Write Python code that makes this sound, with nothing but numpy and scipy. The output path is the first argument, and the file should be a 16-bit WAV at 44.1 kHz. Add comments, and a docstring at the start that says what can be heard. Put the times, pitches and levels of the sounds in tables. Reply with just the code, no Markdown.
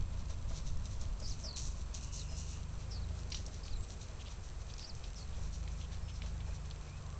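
"""Light wind rumbles on the microphone of a small camera in an open grass field; a far engine drones.
A horse trots across: on each beat a soft thud in the turf, then two legs swishing through the blades.
It crunches through dry straw; elsewhere along the path stalks snap, a buckle clinks and leather creaks.
Small songbirds buzz and chirrup nearby, others sing farther off, and the camera adds a thin whine."""
import sys
import numpy as np
from scipy import signal
from scipy.fft import rfft, irfft, next_fast_len
from scipy.io import wavfile
from scipy.ndimage import uniform_filter1d, map_coordinates

SR = 44100
rng = np.random.default_rng(int(sys.argv[2]) if len(sys.argv) > 2 else 0)


def transcribe(u):
    """Save the signal u as a 16-bit wav file named by the first command-line argument.

    u: samples, shape (n,) or (channels, n), limited to [-1, 1]; the rate is SR.
    q: integer samples, one column per channel.
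    """
    v = np.clip(np.atleast_2d(u).T, -1, 1)
    q = np.round(v * 32767).astype(np.int16)
    wavfile.write(sys.argv[1], SR, q)


N = 317079
TIME = np.arange(N) / SR


def amp(db):
    """Decibels to gain."""
    return 10 ** (np.asarray(db) / 20)


def unit(x):
    """Scales to rms 1."""
    return x / np.sqrt(np.mean(x ** 2) + 1e-20)


def curve(rows):
    """Joins (seconds, value) rows over the whole scene."""
    return np.interp(TIME, *np.transpose(rows))


def add(mix, start, sound):
    """Mixes a sound in at a start time in seconds."""
    part = mix[max(round(start * SR), 0):][:len(sound)]
    part += sound[:len(part)]


def colour(x, points, tilt_db=0):
    """Filters by a (Hz, dB) spectrum, tilted by dB per octave."""
    size = next_fast_len(len(x))
    octave = np.log2(np.fft.rfftfreq(size, 1 / SR) + 1)
    hz, db = np.transpose(points)
    corners = np.log2(hz)
    tilt = tilt_db * (np.clip(octave, corners[0], corners[-1]) - corners[-1])
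    gain = amp(np.interp(octave, corners, db) + tilt)
    return irfft(rfft(x, size) * gain, size)[:len(x)]


def band(x, hz, width_octaves):
    """Steep band-pass reaching width_octaves to each side of hz, rms 1."""
    edges = np.clip(hz * 2 ** (np.array([-1, 1]) * width_octaves), 100, SR / 2 - 100)
    return unit(signal.sosfilt(signal.butter(3, edges, btype="band", fs=SR, output="sos"), x))


def low_pass(x, hz):
    """Steep cut above hz."""
    return signal.oaconvolve(x, signal.firwin(511, hz, window=("kaiser", 9), fs=SR), "same")


def noise(points):
    """Steady noise of a given colour, rms 1."""
    return unit(colour(rng.standard_normal(N), points))


def drift(rate):
    """Slow random wander of rms 1, up to about rate cycles a second."""
    coarse = TIME[::64]
    wander = map_coordinates(rng.standard_normal(1024), [coarse * 2 * rate], order=2, mode="wrap")
    return np.interp(TIME, coarse, unit(wander))


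def crackle(count, per_s, spread_db, hiss):
    """Many tiny fractures of uneven size over a bed of rubbing noise."""
    size = amp(spread_db * np.minimum(rng.exponential(1, count), 4))
    clicks = size * rng.choice([-1, 1], count) * (rng.random(count) < per_s / SR)
    return unit(unit(clicks) + hiss * rng.standard_normal(count))


# The breeze at the microphone, dying down. Each row: time in seconds, relative level in dB.
BREEZE = [(0, -41), (1.3, -42), (2.0, -50.5), (3.7, -48.5), (4.3, -51.5), (7.19, -54)]
# Gusts right on the microphone. Each row: peak time and half length in seconds, relative level in dB.
GUSTS = [(0.01, 0.059, -30.5), (0.683, .13, -37), (1.65, .05, -37), (2.787, 0.04, -40.5),
         (3.775, 0.055, -36.5)]
# The rumble they both make. Each row: frequency in Hz, relative level in dB.
WIND_COLOUR = [(1, -34), (4, -15.5), (9, 2), (20, -6.5), (35, -5), (60, -11.5), (100, -17.5), (160, -27.5),
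               (300, -43.5), (800, -70.5)]


def wind(level_db=1.0, restless_db=3.0):
    """Eddies push on the microphone: a restless breeze and a few brief gusts."""
    breeze = amp(curve(BREEZE) + restless_db * drift(4))
    gusts = sum(amp(db) * np.exp(-((TIME - peak) / half) ** 2) for peak, half, db in GUSTS)
    return amp(level_db) * np.hypot(breeze, gusts) * noise(WIND_COLOUR)


# The field ahead of the camera, before and after it turns. Each row: frequency in Hz, relative dB.
FIELD_BEFORE = [(20, 14.5), (60, 20), (100, 15), (150, 10), (210, 7), (290, 0), (450, -1.5), (640, 0),
                (800, -5), (1020, -1), (1500, -9), (2100, -12), (4000, -13), (7000, -16)]
FIELD_AFTER = [(20, 9.5), (60, 18), (100, 20.5), (150, 7.5), (210, 5), (290, -1.5), (470, 0.5), (800, -2.5),
               (1150, -4.5), (1500, -7), (2100, -10.5), (3300, -13), (7000, -13.5)]
# The camera's turn. Each row: time in seconds, share of the turn from 0 to 1.
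TURN = [(1.6, 0), (3.2, 1)]
# Two far rushes, a low one midway and a higher one at the end. Each row: time in seconds, level in dB.
LOW_RUSH = [(2.6, -67.5), (3.2, -60.5), (3.8, -61.5), (4.4, -73)]
HIGH_RUSH = [(6.6, -73), (6.95, -66.5), (7.19, -62.5)]
# Their spectra at the microphone. Each row: frequency in Hz, relative level in dB.
LOW_RUSH_COLOUR = [(120, -12.5), (210, 3.5), (300, -4.5), (420, -3), (600, -11.5), (1000, -25.5)]
HIGH_RUSH_COLOUR = [(700, -33.5), (1050, 2), (1250, -1.5), (1500, -10), (2200, -30)]


def field(level_db=-49.8, restless_db=0.59):
    """The far wash of open country changes colour as the camera turns; two faint rushes swell in it."""
    turned = np.clip(curve(TURN), 0, 1)
    wash = np.sqrt(1 - turned) * noise(FIELD_BEFORE) + np.sqrt(turned) * noise(FIELD_AFTER)
    high_rush = amp(curve(HIGH_RUSH)) * noise(HIGH_RUSH_COLOUR)
    low_rush = amp(curve(LOW_RUSH)) * noise(LOW_RUSH_COLOUR)
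    return amp(level_db + restless_db * drift(9)) * wash + high_rush + low_rush


# An engine a long way off. Each row: time in seconds, speed in cycles a second.
ENGINE_SPEED = [(0, 28.2), (1.0, 24.0), (1.35, 23.2), (2.0, 22.9), (2.64, 26.1), (3.0, 27.2), (3.3, 26.9),
                (3.9, 23.4), (4.35, 21.1), (4.8, 20.8), (5.5, 25.6), (6.05, 26.5), (6.4, 26.3),
                (6.65, 24.8), (7.19, 24.2)]
# Its drone at the microphone. Each row: time in seconds, level in dB.
ENGINE_LEVEL = [(0, -43.5), (1.2, -44.5), (3.1, -41.5), (4.2, -49.5), (4.6, -44.5), (4.95, -48.5),
                (5.5, -43), (6.45, -41.5), (6.8, -47), (7.19, -43.5)]
# Its harmonics. Each row: multiple of the engine speed, relative level in dB.
ENGINE_ORDERS = [(1, -11.5), (2, 2), (3, 0.5), (4, -7), (5, -20), (6, -15), (7, -18), (8, -28.5), (9, -25),
                 (10, -34.5)]
# The boom of its exhaust. Each row: time in seconds, lift at the resonance in dB.
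EXHAUST_LIFT = [(0, 2.5), (2.35, 9), (3.6, 5), (5.6, 9), (7.19, 10)]


def engine(exhaust_hz=149.2, exhaust_width_hz=12.2, waver_db=1.7, phase_wander=0.22, smear=0.5):
    """A far engine's harmonics swell as they cross the exhaust resonance; moving air makes each waver."""
    speed, lift = curve(ENGINE_SPEED), curve(EXHAUST_LIFT)
    turns, out = np.cumsum(speed) / SR, np.zeros(N)
    for order, db in ENGINE_ORDERS:
        lift_db = lift / (1 + ((order * speed - exhaust_hz) / exhaust_width_hz) ** 2)
        lag = smear * order ** 2  # higher orders lag, blurring each throb
        phase = 2 * np.pi * order * turns - lag + phase_wander * drift(4)
        out -= amp(db + lift_db + waver_db * drift(3)) * np.sin(phase)
    return amp(curve(ENGINE_LEVEL)) * unit(out)


# Songbirds in the far trees. Each row: frequency in Hz, relative level in dB.
CHORUS_COLOUR = [(2050, -37.5), (2380, -4), (2500, -1.5), (2640, -8), (3000, -39.5)]


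def chorus(level_db=-75, swell_db=2.5):
    """Distance blurs the song into a faint band that comes and goes."""
    return amp(level_db + swell_db * drift(4)) * noise(CHORUS_COLOUR)


# Grass along the horse's path, ticking here and swishing below. Each row: frequency in Hz, relative dB.
GRASS_COLOUR = [(600, -28.5), (1500, -12.5), (2600, -5), (3300, -4), (4200, 2.5), (4900, -4), (5900, 4.5),
                (7000, -1), (8000, -5), (9000, -29.5)]


def stubble(per_s=200, level_db=-68, decay_s=0.0011, spread_db=4.5):
    """Trodden blades tick as they straighten, most faintly, a few clearly."""
    t = np.arange(SR // 100) / SR
    tick = rng.standard_normal(len(t)) * np.exp(-t / decay_s)
    clicks = crackle(N, per_s, spread_db, hiss=0)
    ticks = signal.oaconvolve(clicks, tick)[:N]
    return amp(level_db) * unit(colour(ticks, GRASS_COLOUR))


# The trot across the field, one diagonal pair of hooves a beat. 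Each row: start in seconds,
# relative levels of thud, foreleg swish and hind leg swish in dB, delay of the hind leg in seconds.
STEPS = [(0.135, -54, -59.5, -56.5, .175), (0.505, -48.5, -54, -53, 0.17), (0.860, -60, -56.5, -58, 0.16),
         (1.212, -49.5, -54, -55, 0.19), (1.580, -64, -54, -58, 0.21), (1.950, -58, -51, -46.5, .2),
         (2.315, -52, -51.5, -48.5, .187), (2.735, -60, -61.5, -57.5, 0.19), (3.101, -57, -59.5, -56, 0.23),
         (3.476, -50.5, -57.5, -57.5, 0.19), (3.840, -66, -56, -53.5, 0.18), (4.215, -65, -55, -59, 0.23),
         (4.615, -62, -59.5, -59, .19), (4.980, -62, -59.5, -54, .21), (5.372, -52.5, -57, -55, .172),
         (5.725, -57, -57.5, -58, .21), (6.100, -70, -57.5, -54, .17), (6.474, -49.5, -58, -58, .19),
         (6.840, -57, -60.5, -63, 0.14)]
# Dull knocks between the beats. Each row: start in seconds, relative level in dB.
BUMPS = [(0.295, -50.5), (1.010, -51.5), (1.440, -49), (1.465, -56), (4.095, -51), (6.226, -48.5)]
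# The turf under the hooves. Each row: frequency in Hz, relative level in dB.
TURF_COLOUR = [(30, -4.5), (80, 9.5), (160, 7.5), (320, -11), (480, -3.5), (630, 1), (800, -12), (1020, -7),
               (1600, -14), (4000, -20.5)]


def hoofbeats(rise_s=0.004, decay_s=0.028, level_db=4, knock_hz=625, knock_db=-5, knock_decay_s=0.011):
    """Each hoof presses into soft turf: a dull push with a short hollow knock."""
    out, t = np.zeros(N), np.arange(SR // 4) / SR
    press = 1 - np.exp(-t / rise_s)
    for start, db, *_ in STEPS + BUMPS:
        push = np.exp(-t / decay_s) * unit(colour(rng.standard_normal(len(t)), TURF_COLOUR))
        hz = knock_hz * rng.uniform(0.94, 1.06)
        knock = amp(knock_db) * np.exp(-t / knock_decay_s) * np.sin(2 * np.pi * hz * t)
        add(out, start, amp(db + level_db) * press * (push + knock))
    return out


# The path sounds crisper where it is dry. 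Each row: time in seconds, brightness in dB per octave.
DRYNESS = [(0.25, -2), (0.6, 1), (1.3, 7), (1.6, 6), (2.45, 6.5), (2.9, 0.5), (4.0, 2), (5.3, 2.5),
           (6.6, -3.5)]


def swish(peak, rise, fall, fall_shape=1.08, uneven_tilt_db=2.4, linger_per_db=0.13):
    """Blades bend, crackle and spring back around the peak time; returns the start time and the sound."""
    t = np.arange(-SR // 8, SR // 3) / SR
    bright_db = np.interp(peak, *np.transpose(DRYNESS))
    linger = fall * (1 + linger_per_db * bright_db)  # dry blades rustle on longer
    stroke = np.exp(-np.where(t < 0, (t / rise) ** 2, abs(t / linger) ** fall_shape))
    blades = crackle(len(t), per_s=1500, spread_db=3.0, hiss=0.53)
    tilt_db = bright_db + uneven_tilt_db * rng.standard_normal()
    return peak + t[0], stroke * unit(colour(blades, GRASS_COLOUR, tilt_db))


# Tufts of dry straw crushed underfoot. Each row: peak time and base fall time in seconds, level in dB.
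CRUNCHES = [(1.5643, 0.044, -44), (1.947, 0.015, -45), (2.195, 0.023, -50), (3.360, 0.053, -52.5)]


def grass(uneven_db=1.5, crunch_rise_s=0.004, landing_db=-4, fore_share=0.45):
    """Three swishes go with every beat of the trot; dry tufts give way abruptly."""
    strokes = [(peak, crunch_rise_s, fall, db) for peak, fall, db in CRUNCHES]
    for beat, _, fore_db, hind_db, delay in STEPS:
        strokes += [(beat, 0.021, 0.02, fore_db + landing_db),  # the hooves brush in as they land
                    (beat + fore_share * delay, 0.04, 0.026, fore_db),  # the foreleg drags through
                    (beat + delay, 0.023, 0.034, hind_db)]  # the hind leg flicks more sharply
    out = np.zeros(N)
    for peak, rise, fall, db in strokes:
        start, sound = swish(peak, rise, fall)
        add(out, start, amp(db + uneven_db * rng.standard_normal()) * sound)
    return out


# Dry stalks and twigs along the path.
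# Each row: time of the break in seconds, relative level in dB, centre in Hz, decay in seconds.
SNAPS = [(0.772, -43.5, 7500, .0023), (0.856, -40, 6000, .0023), (1.013, -40.5, 6100, 0.0031),
         (1.201, -41, 6460, .003), (3.303, -44.5, 5400, .003), (3.32, -34, 3530, 0.0073),
         (3.3456, -34, 3940, 0.0057), (3.372, -39, 4500, 0.0031), (3.464, -38.5, 6200, 0.0037),
         (3.681, -42, 3600, 0.0021), (3.905, -41.5, 5230, 0.0015), (4.700, -48, 3550, .008),
         (4.738, -42, 3880, .0024), (4.782, -38, 4970, .0011), (4.794, -39.5, 4200, 0.003),
         (4.828, -39, 3420, 0.00073), (4.951, -41.5, 5900, .0016), (5.039, -43.5, 3800, 0.0078),
         (5.678, -40.5, 2690, .0012), (5.685, -46, 5200, 0.0013), (6.2203, -35, 2980, 0.0015),
         (6.405, -48, 3000, .006), (6.521, -45.5, 1310, 0.0027), (6.71, -41.5, 3870, 0.0035)]


def snaps(level_db=-4, ring_db=2.0, give_s=0.0023, give_db=-12, splinter=0.12, splinter_decay_s=0.03):
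    """A stalk gives, breaks in a short burst coloured by its own uneven ring, then splinters weakly."""
    out, t = np.zeros(N), np.arange(-SR // 100, SR // 16) / SR
    ring_hz = np.geomspace(1000, 9000, num=24)
    give = amp(give_db) * np.exp(-abs(t) / give_s)
    for moment, db, hz, decay in SNAPS:
        ring = np.column_stack([ring_hz, ring_db * rng.standard_normal(len(ring_hz))])
        fibres = band(colour(rng.standard_normal(len(t)), ring), hz, width_octaves=0.55)
        burst = np.exp(-abs(t) / decay) + splinter * np.exp(-abs(t) / splinter_decay_s)
        add(out, moment + t[0], amp(db + level_db) * fibres * np.where(t < 0, give, burst))
    return out


def whistle(hz, shimmer_db=2.5, warble=0.006):
    """A bird's pure tone on a pitch curve, trembling in level and pitch."""
    count = len(hz)
    pitch = hz * (1 + warble * drift(40)[:count])
    tone = np.sqrt(2) * np.sin(2 * np.pi * np.cumsum(pitch) / SR)
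    shimmer = unit(amp(shimmer_db * drift(70)[:count]))
    return tone * shimmer * signal.windows.tukey(count, 0.1)


# Songbird syllables: a falling buzzy slur, a clear flick, a chirrup that climbs and drops. Each row:
# share of the syllable, Hz above the middle pitch at full sweep, relative level in dB, buzz depth in Hz.
SLUR = [(0, 1003, -2, 420), (.3, 649, 2, 450), (.62, -200, -2.5, 280), (1, -600, -1, 80)]
FLICK = [(0, 702, -12, 120), (.5, 0, -1.5, 40), (1, -600, -7, 20)]
CHIRRUP = [(0, -1, -5, 302), (.12, 594, -1.5, 444), (.32, -26, 2, 278), (.56, 798, -7.5, 454),
           (.72, 1499, -2.5, 204), (.84, -48, 1.5, 51), (1, -650, -9, 0)]
# Small songbirds near the microphone. Each row: start and length in seconds, level in dB,
# middle pitch in Hz, width of the sweep from 0 to 1, syllable.
BIRD_CALLS = [(1.222, .11, -48, 4740, 1, "chirrup"), (1.434, 0.085, -47, 4780, 1, "slur"),
              (1.518, 0.047, -50.5, 4270, 0.64, "flick"), (2.173, 0.055, -53.5, 4190, 0.66, "slur"),
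              (2.906, .09, -53, 4710, 0.8, "slur"), (3.012, 0.038, -55.5, 4200, 0.75, "flick"),
              (3.632, 0.068, -58.5, 4470, 0.54, "slur"), (3.702, 0.043, -51.5, 4450, 1, "flick"),
              (3.752, 0.02, -55, 4050, .4, "flick"), (4.805, .114, -51, 4620, 1, "chirrup"),
              (5.155, .08, -56, 4750, 0.97, "slur")]


def near_birds(buzz_hz=210, jitter=0.13, rasp=0.3):
    """Gliding whistles nearby; a fast, ragged flutter of the pitch makes them buzz."""
    out = np.zeros(N)
    syllables = {"slur": SLUR, "flick": FLICK, "chirrup": CHIRRUP}
    for start, length, level_db, middle_hz, sweep, syllable in BIRD_CALLS:
        count = round(length * SR)
        share, *columns = np.transpose(syllables[syllable])
        bend, db, depth = (np.interp(np.linspace(0, 1, count), share, column) for column in columns)
        flutter_hz = buzz_hz * (1 + jitter * drift(60)[:count])
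        flutter = np.sin(2 * np.pi * np.cumsum(flutter_hz) / SR)
        ragged = rasp * unit(uniform_filter1d(rng.standard_normal(count), size=30))
        pitch = middle_hz + sweep * bend + depth * (flutter + ragged)
        add(out, start, amp(level_db + db) * whistle(pitch))
    return out


def among_trees(calls, echo_db=-12, decay_s=0.025):
    """Calls reach the microphone directly and as a short echo scattered back by the trees."""
    t = np.arange(SR // 3) / SR
    scatter = rng.standard_normal(len(t)) * np.exp(-t / decay_s)
    echo = signal.fftconvolve(calls, scatter / np.linalg.norm(scatter))[:N]
    return calls + amp(echo_db) * echo


# One bird's rasp from far off. Each row: frequency in Hz, relative level in dB.
TRILL_COLOUR = [(2000, -39.5), (2500, -9), (2800, -1), (3050, -8), (3500, -47)]


def trill(start_s=1.9, length_s=0.8, level_db=-66, fade_share=0.36):
    """A far bird holds one rasping trill, heard as a narrow band of noise."""
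    out, count = np.zeros(N), round(length_s * SR)
    fade = signal.windows.tukey(count, fade_share)
    add(out, start_s, amp(level_db) * fade * noise(TRILL_COLOUR)[:count])
    return out


# Birds farther off. Each row: start and length in seconds, first and last pitch in Hz, level in dB.
FAR_WHISTLES = [(2.283, .09, 5150, 5160, -60), (3.76, 0.1, 7250, 7740, -61.5),
                (6.022, .08, 5400, 5220, -67), (6.115, 0.067, 5400, 5170, -65),
                (6.87, 0.12, 2200, 2570, -67)]


def far_whistles(glide_shape=1.4):
    """Thin whistles from farther off, each easing from one pitch to another."""
    out = np.zeros(N)
    for start, length, first_hz, last_hz, db in FAR_WHISTLES:
        glide = np.linspace(1, 0, round(length * SR)) ** glide_shape
        add(out, start, amp(db) * whistle(last_hz + (first_hz - last_hz) * glide))
    return out


# A buckle clinking on the horse. 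Each row: start in seconds, relative level in dB.
CLINKS = [(3.3218, -44), (3.3455, -37.5), (3.361, -50), (3.39, -57)]
# Its modes. Each row: frequency in Hz, relative level in dB, seconds to fall by 60 dB.
BUCKLE_MODES = [(3010, -7, 0.041), (3840, -4.5, .04), (5230, 0, 0.027), (5700, 1, 0.036),
                (5740, 3.5, 0.038)]


def buckle(level_db=-0.5):
    """A steel fitting on the tack rings briefly, damped by its strap."""
    out, t = np.zeros(N), np.arange(SR // 12) / SR
    for start, blow_db in CLINKS:
        ring = sum(amp(db - 60 * t / t60) * np.sin(2 * np.pi * (hz * t + rng.random()))
                   for hz, db, t60 in BUCKLE_MODES)
        add(out, start, amp(blow_db + level_db) * ring)
    return out


# Creaks from the saddle. Each row: start and length in seconds, centre in Hz, level in dB.
CREAKS = [(4.188, 0.043, 3000, -58), (4.250, 0.047, 3080, -58), (4.258, 0.035, 4100, -58.5),
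          (5.323, 0.034, 3400, -61), (5.795, 0.073, 3100, -59.5), (6.075, 0.044, 2900, -58.5)]


def saddle(slips_per_s=170, width_octaves=0.27):
    """Leather sticks and slips, each slip exciting a narrow squeak."""
    out = np.zeros(N)
    for start, length, hz, db in CREAKS:
        count = round(length * SR)
        cycles = np.cumsum(slips_per_s * (1 + rng.standard_normal(count))) / SR
        slips = np.exp(-2 * (cycles % 1)) * rng.standard_normal(count)
        add(out, start, amp(db) * band(slips, hz, width_octaves) * signal.windows.tukey(count, 0.5))
    return out


def scene():
    """Horse, birds, engine and air at one microphone in the field."""
    horse = hoofbeats() + grass() + snaps() + stubble() + saddle() + buckle()
    birds = among_trees(near_birds() + far_whistles()) + trill() + chorus()
    return (horse + birds + engine() + wind() + field())[None]


# Electronics inside the camera. 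Each row: frequency in Hz, level in dB before the roll-off.
WHINE = [(7540, -80.5), (7598, -73), (7656, -83.5)]
# The camera's gentle treble roll-off, acting on the mirrored band too. Each row: frequency in Hz, gain in dB.
CAMERA_ROLL_OFF = [(7000, -0.5), (7600, -3), (8000, -8), (8400, -15), (8900, -30)]


def record(dry, camera_rate_hz=16000, edge_hz=8950):
    """The camera adds its whine; its low sample rate mirrors the top of the band, which then rolls off."""
    whine = sum(np.sqrt(2) * amp(db) * np.sin(2 * np.pi * (hz * TIME + rng.random())) for hz, db in WHINE)
    in_band = low_pass(dry[0] + whine, camera_rate_hz / 2)
    mirrored = in_band * (1 + 2 * np.cos(2 * np.pi * camera_rate_hz * TIME))
    return low_pass(colour(mirrored, CAMERA_ROLL_OFF), edge_hz)[None]


dry = scene()
out = record(dry)
transcribe(out)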